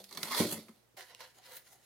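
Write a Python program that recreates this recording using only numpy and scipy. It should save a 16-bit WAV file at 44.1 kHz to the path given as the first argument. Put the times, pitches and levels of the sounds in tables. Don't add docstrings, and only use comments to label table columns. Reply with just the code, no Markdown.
import sys
import numpy as np
from scipy import signal
from scipy.fft import rfft, irfft, next_fast_len
from scipy.io import wavfile
from scipy.ndimage import uniform_filter1d, map_coordinates

SR = 44100
rng = np.random.default_rng(int(sys.argv[2]) if len(sys.argv) > 2 else 0)


def how_loud(loudness_db):
    steps = np.asarray(loudness_db, float) / 20
    return 10 ** steps


def store_wav(level_fs):
    pcm = np.round(np.clip(np.atleast_2d(level_fs), -1, 1) * 32767)
    wavfile.write(sys.argv[1], SR, pcm.T.astype(np.int16))


N = 81585

# (frequency [Hz], relative density [dB per Hz])
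AIR_SPECTRUM = [(22, -57), (43, -35), (86, -16), (117, -14), (335, -16), (566, -14), (1120, -22.5),
                (15800, -32.5)]
# (frequency [Hz], rms level [dB])
MAINS_HUM = [(60, -88), (119, -82)]
# (time [s], pitch [Hz], level [dB])
CAVITY_TONE = [(0, 196.7, -59), (0.075, 196, -68), (0.13, 203.4, -70), (0.235, 200.2, -59),
               (0.344, 256.8, -55.5), (0.386, 246.6, -59), (0.589, 214, -53), (0.66, 232.7, -96),
               (0.698, 217.7, -53), (0.749, 200, -100)]
# (time [s], scrape level [dB], hiss level [dB], low rasp level [dB], drumming level [dB])
PULL_LEVELS = [(0, -54.5, -54.5, -68, -47), (.03, -72, -65.5, -92, -75), (.075, -70, -66.5, -83, -86),
               (.16, -60, -65, -65.5, -59.5), (.22, -58, -49.5, -56.5, -57.5),
               (.305, -48.5, -48.5, -49.5, -54.5), (.335, -39, -40.5, -35.5, -54.5),
               (.36, -38.5, -40, -43.5, -44), (.395, -34.5, -31.5, -38.5, -47.5),
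               (.42, -38, -36.5, -40.5, -35.5), (.482, -47, -47, -62.5, -57.5), (.53, -53, -36.5, -88, -57),
               (.55, -63, -47, -56.5, -59), (.59, -56.5, -60, -62, -66.5), (.65, -71, -66, -83.5, -73.5),
               (.86, -83.5, -83.5, -84, -96)]
# (frequency [Hz], relative density [dB per Hz])
SCRAPE_HISS_SPECTRUM = [(5000, -10), (7500, -9.5), (10000, -5), (12300, -5), (13500, -10), (15900, -15)]
# (frequency [Hz], relative level [dB])
SLOT_MODES = [(3400, 5), (3730, 9.5), (4250, 7), (5100, 6.5), (6300, -8)]
SLOT_LOW_MODES = [(870, -3), (1095, 5), (1440, 1), (1640, 2.5), (2060, -2)]
# (frequency [Hz], relative level [dB])
HOLLOW_MODES = [(105, 1.5), (170, 7), (230, 5.5), (310, 4), (392, -0.5), (470, -2), (615, -4.5)]
# (time [s], level [dB], 60 dB decay [s])
BODY_KNOCKS = [(0.395, -17, 0.066), (0.44, -31, 0.13), (0.516, -38, 0.17), (0.572, -45.5, 0.11)]
# (frequency [Hz], 60 dB decay [s])
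ROOM_DECAY = [(200, 0.27), (2000, 0.24), (12000, 0.22)]
# (time [s], crack peak [dB], crack centre [Hz], crack width [Hz], low part re crack peak [dB])
BOX_SLIPS = [(0.04, -42, 4560, 3000, -51), (0.0907, -47, 4430, 1500, -27), (0.1098, -44.5, 6000, 6000, -10),
             (0.1254, -38.5, 4220, 600, -52), (0.1482, -41.5, 5200, 5050, -14.5),
             (0.1724, -30.5, 4080, 2340, -12), (.2085, -53, 12000, 6000, -34), (0.23, -24, 3750, 4400, -19),
             (.683, -50, 2160, 2500, -2.5)]
# (time [s], peak [dB], centre [Hz], width [Hz])
PALM_THUDS = [(.941, -60, 150, 200), (1.1475, -60, 300, 900)]
# (time [s], rub level [dB], hiss level [dB], low ring level [dB])
FINGER_LEVELS = [(.962, -92, -90, -75), (.97, -51, -55.5, -56.5), (1.028, -53, -63, -61),
                 (1.056, -66, -66, -74.5), (1.115, -58, -66, -63), (1.14, -66, -80, -67),
                 (1.175, -70, -72, -83.5), (1.208, -50, -60, -53.5), (1.264, -60, -65, -65.5),
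                 (1.335, -73.5, -73, -100), (1.386, -62, -62, -58.5), (1.408, -71.5, -80, -78),
                 (1.45, -58, -62.5, -71), (1.49, -59, -60.5, -60), (1.572, -54, -53, -65),
                 (1.606, -70, -79, -77), (1.64, -74, -70, -94), (1.672, -61, -62.5, -72),
                 (1.7, -74, -67, -76), (1.73, -66, -59.5, -68), (1.775, -75.5, -74, -74.5),
                 (1.85, -70.5, -67.5, -82)]
# (frequency [Hz], relative density [dB per Hz])
RUB_HISS_SPECTRUM = [(4500, -6), (6000, 11.5), (8300, 1), (10300, 7), (15900, -5.5)]
# (frequency [Hz], relative level [dB])
BOX_MODES = [(1450, -1), (1700, 2.5), (2000, 1), (3000, -1.5), (4090, -2), (5800, -2.5)]
BOX_LOW_MODES = [(375, -5), (500, 0), (770, 0), (960, -1)]
# (time [s], power share of the second and fourth modes [0-1])
GRIP_SHIFT = [(1.0, 0.4), (1.12, 0.97), (1.27, 0.97), (1.38, 0.04), (1.47, 0.97), (1.6, 0.87), (1.72, 0)]
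# (time [s], peak [dB], centre [Hz], width [Hz])
NAIL_TICKS = [(1.008, -38.5, 2700, 1800), (1.1478, -38, 3600, 7000), (1.2051, -39, 2100, 2200)]
# (time [s], left minus right [dB])
CAMERA_TURN = [(1.151, -2.5), (1.35, 0)]
# (frequency [Hz], likeness [0-1])
PORT_LIKENESS = [(180, .97), (550, .9), (1650, .6), (5000, .3), (12000, .2)]
AIR_LIKENESS = [(60, 0.25), (400, 0.12)]
# (frequency [Hz], phase [rad])
LEFT_LEAD = [(500, 0), (5000, .6), (15000, .8)]
# (frequency [Hz], left minus right [dB])
PULL_BALANCE = [(180, -1), (550, 0), (1200, 2), (2400, -3.5), (5000, -6.5), (14000, 1.5)]
HANDS_BALANCE = [(5000, -1.1), (15000, 0.5)]

NO_LEAD = LEFT_LEAD[:1]
WIDE = .7


def unit(x):
    return x / np.sqrt(np.mean(x ** 2) + 1e-20)


def along(points, hz):
    f, v = np.transpose(points)
    return np.interp(np.log(hz + 1), np.log(f + 1), v)


def curves(rows):
    s, *cols = np.transpose(rows)
    t = np.arange(N) / SR
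    return [how_loud(np.interp(t, s, c, left=-120, right=-120)) for c in cols]


def filtered(x, response):
    m = next_fast_len(N + SR // 2)
    return irfft(rfft(x, m) * response(np.fft.rfftfreq(m, 1 / SR)), m)[..., :N]


def ringing(peaks, q):
    def response(f):
        h = 0
        for k, (centre, db) in enumerate(peaks):
            width_term = 1j * f * centre / q
            h = h + (-1) ** k * how_loud(db) * width_term / (centre * centre - f * f + width_term)
        return h / np.sqrt(np.mean(abs(h) ** 2))
    return response


def colour(points):
    return lambda f: unit(how_loud(along(points, f)))


def patchy(x, depth_db):
    z = signal.stft(x, nperseg=512)[2]
    field = rng.standard_normal(z.shape[1:])
    field = uniform_filter1d(field, size=2, axis=0)
    field = uniform_filter1d(field, size=7, axis=1)
    return unit(signal.istft(z * how_loud(depth_db * unit(field)), nperseg=512)[1][:, :N])


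def grains(rate, spread_db, clump_db, patch_db):
    knots = rng.standard_normal(int(N * 150 / SR) + 4)
    clumps = how_loud(clump_db * map_coordinates(knots, [np.arange(N) * 150 / SR]))
    struck = rng.random(N) < rate / SR
    size = how_loud(spread_db * rng.exponential(size=N)) * struck
    return patchy(size * clumps * rng.standard_normal((2, N)), patch_db)


def burst(s, db, t60, attack_s):
    t = np.clip(np.arange(N) / SR - s, 0, None)
    return how_loud(db - 60 * t / max(t60, .002)) * (1 - np.exp(-t / attack_s))


def cracks(rows, t60, attack_s, wide=0):
    def steep(hz, width):
        def response(f):
            h = ringing([(hz, 0)], hz / width)(f) ** 2
            return h / np.sqrt(np.mean(abs(h) ** 2)) + wide
        return response

    total = 0
    for s, db, hz, width, *_ in rows:
        noise = rng.standard_normal((2, N)) * burst(s, 0, t60, attack_s)
        snap = filtered(noise, steep(hz, width))
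        total = total + how_loud(db) * snap / abs(snap).max(axis=1, keepdims=True)
    return total


def ports(pair, alike, side_db, lead):
    def shares(f):
        angle = np.arccos(np.clip(along(alike, f), -1, 1)) / 2
        return np.array([np.cos(angle), np.sin(angle)])

    def tilts(f):
        tilt = how_loud(along(side_db, f) / 2) * np.exp(.5j * along(lead, f))
        return np.array([tilt, 1 / tilt])

    common, opposed = filtered(pair, shares)
    return filtered(np.array([common + opposed, common - opposed]), tilts)


def air():
    hiss = how_loud(-71) * filtered(rng.standard_normal((2, N)), colour(AIR_SPECTRUM))
    hum = 0
    for hz, db in MAINS_HUM:
        phase = 2 * np.pi * (hz * np.arange(N) / SR + rng.random())
        hum = hum + np.sqrt(2) * how_loud(db) * np.sin(phase)
    return ports(hiss, AIR_LIKENESS, [(100, -2.4)], NO_LEAD) + hum


def cavity():
    s, hz, db = np.transpose(CAVITY_TONE)
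    t = np.arange(N) / SR
    where = [np.repeat([[0], [1]], N, axis=1), np.tile(t * 30, (2, 1))]
    waver = map_coordinates(rng.standard_normal((2, 60)), where)
    carrier = np.exp(2j * np.pi * np.cumsum(np.interp(t, s, hz)) / SR)
    tone = carrier * (1 + .3 * (waver[0] + 1j * waver[1]))
    return np.sqrt(2) * tone.imag * how_loud(np.interp(t, s, db, right=-120))


def slot_scrape(cells, settle, low):
    scrape, hiss, rasp, _ = curves(PULL_LEVELS)
    return (filtered(cells * (scrape + settle), ringing(SLOT_MODES, 7.7))
            + filtered(cells * (hiss + how_loud(3) * settle), colour(SCRAPE_HISS_SPECTRUM))
            + filtered(cells * (rasp + low), ringing(SLOT_LOW_MODES, 4.7)))


def body_drumming(cells, low):
    drum = curves(PULL_LEVELS)[3]
    knock = sum(burst(s, db, t60, 0.002) for s, db, t60 in BODY_KNOCKS)
    noise = rng.standard_normal((2, N))
    return (filtered(cells * drum, ringing(HOLLOW_MODES[4:], 6.6))
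            + filtered(noise * (knock + low), ringing(HOLLOW_MODES, 6.6)))


def room(x):
    hz, t, z = signal.stft(rng.standard_normal((2, SR // 2)), SR, nperseg=256)
    decay = how_loud(-60 * t / along(ROOM_DECAY, hz)[:, None])
    tail = signal.istft(z * decay, SR, nperseg=256)[1]
    delayed = np.pad(x, (250, 0))[None]
    return signal.fftconvolve(delayed, tail / np.linalg.norm(tail[0]), axes=1)[:, :N]


def slip_envelopes():
    t60 = 0.061
    settle = sum(burst(s, peak - 16, t60, 0.00071) for s, peak, *_ in BOX_SLIPS)
    low = sum(burst(s, peak + low_db, t60, 0.00067) for s, peak, _, _, low_db in BOX_SLIPS)
    return settle, low


def slip_cracks():
    return cracks(BOX_SLIPS, t60=0.017, attack_s=.0013, wide=WIDE)


def pull():
    cells = grains(9000, spread_db=1.5, clump_db=1.8, patch_db=2.2)
    settle, low = slip_envelopes()
    return slot_scrape(cells, settle, low) + slip_cracks() + body_drumming(cells, low) + cavity()


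def palm_thuds():
    return cracks(PALM_THUDS, t60=0.025, attack_s=0.0016)


def skin_rub():
    rub, hiss, low = curves(FINGER_LEVELS)
    t = np.arange(N) / SR
    grip = np.clip(np.interp(t, *np.transpose(GRIP_SHIFT)), 0, 1)
    airy = hiss * (hiss / how_loud(-54.5)) ** (2.6 - 1)
    cells = grains(12000, spread_db=1.5, clump_db=1, patch_db=2)
    return (filtered(cells * rub, ringing(BOX_MODES, 6.4))
            + filtered(cells * hiss, colour(RUB_HISS_SPECTRUM))
            + filtered(cells * airy, ringing([(14100, 0)], 6.3))
            + filtered(cells * low * np.sqrt(grip), ringing(BOX_LOW_MODES[1::2], 10))
            + filtered(cells * low * np.sqrt(1 - grip), ringing(BOX_LOW_MODES[::2], 10)))


def nail_ticks():
    return cracks(NAIL_TICKS, t60=0.0073, attack_s=0.0005, wide=WIDE)


def fingers():
    return palm_thuds() + skin_rub() + nail_ticks()


def scene():
    low_cut_hz, room_db = 70, -8.5
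    sources = np.array([pull(), fingers()])
    pulled, handled = filtered(sources, lambda f: (1j * f / (low_cut_hz + 1j * f)) ** 2)
    pulled = pulled + how_loud(room_db) * room(pulled[0])
    handled = handled + how_loud(room_db) * room(handled[0])
    turn = np.interp(np.arange(N) / SR, *np.transpose(CAMERA_TURN)) / 2
    pull_ports = ports(pulled, PORT_LIKENESS, PULL_BALANCE, LEFT_LEAD)
    hand_ports = ports(handled, PORT_LIKENESS, HANDS_BALANCE, NO_LEAD) * how_loud([turn, -turn])
    return pull_ports + hand_ports + air()


def band_limit(x):
    return signal.sosfilt(signal.butter(12, 16340, fs=SR, output="sos"), x)


def record(dry):
    mix = filtered(dry, lambda f: f < 15900)
    return band_limit(mix)


dry = scene()
out = record(dry)
store_wav(out)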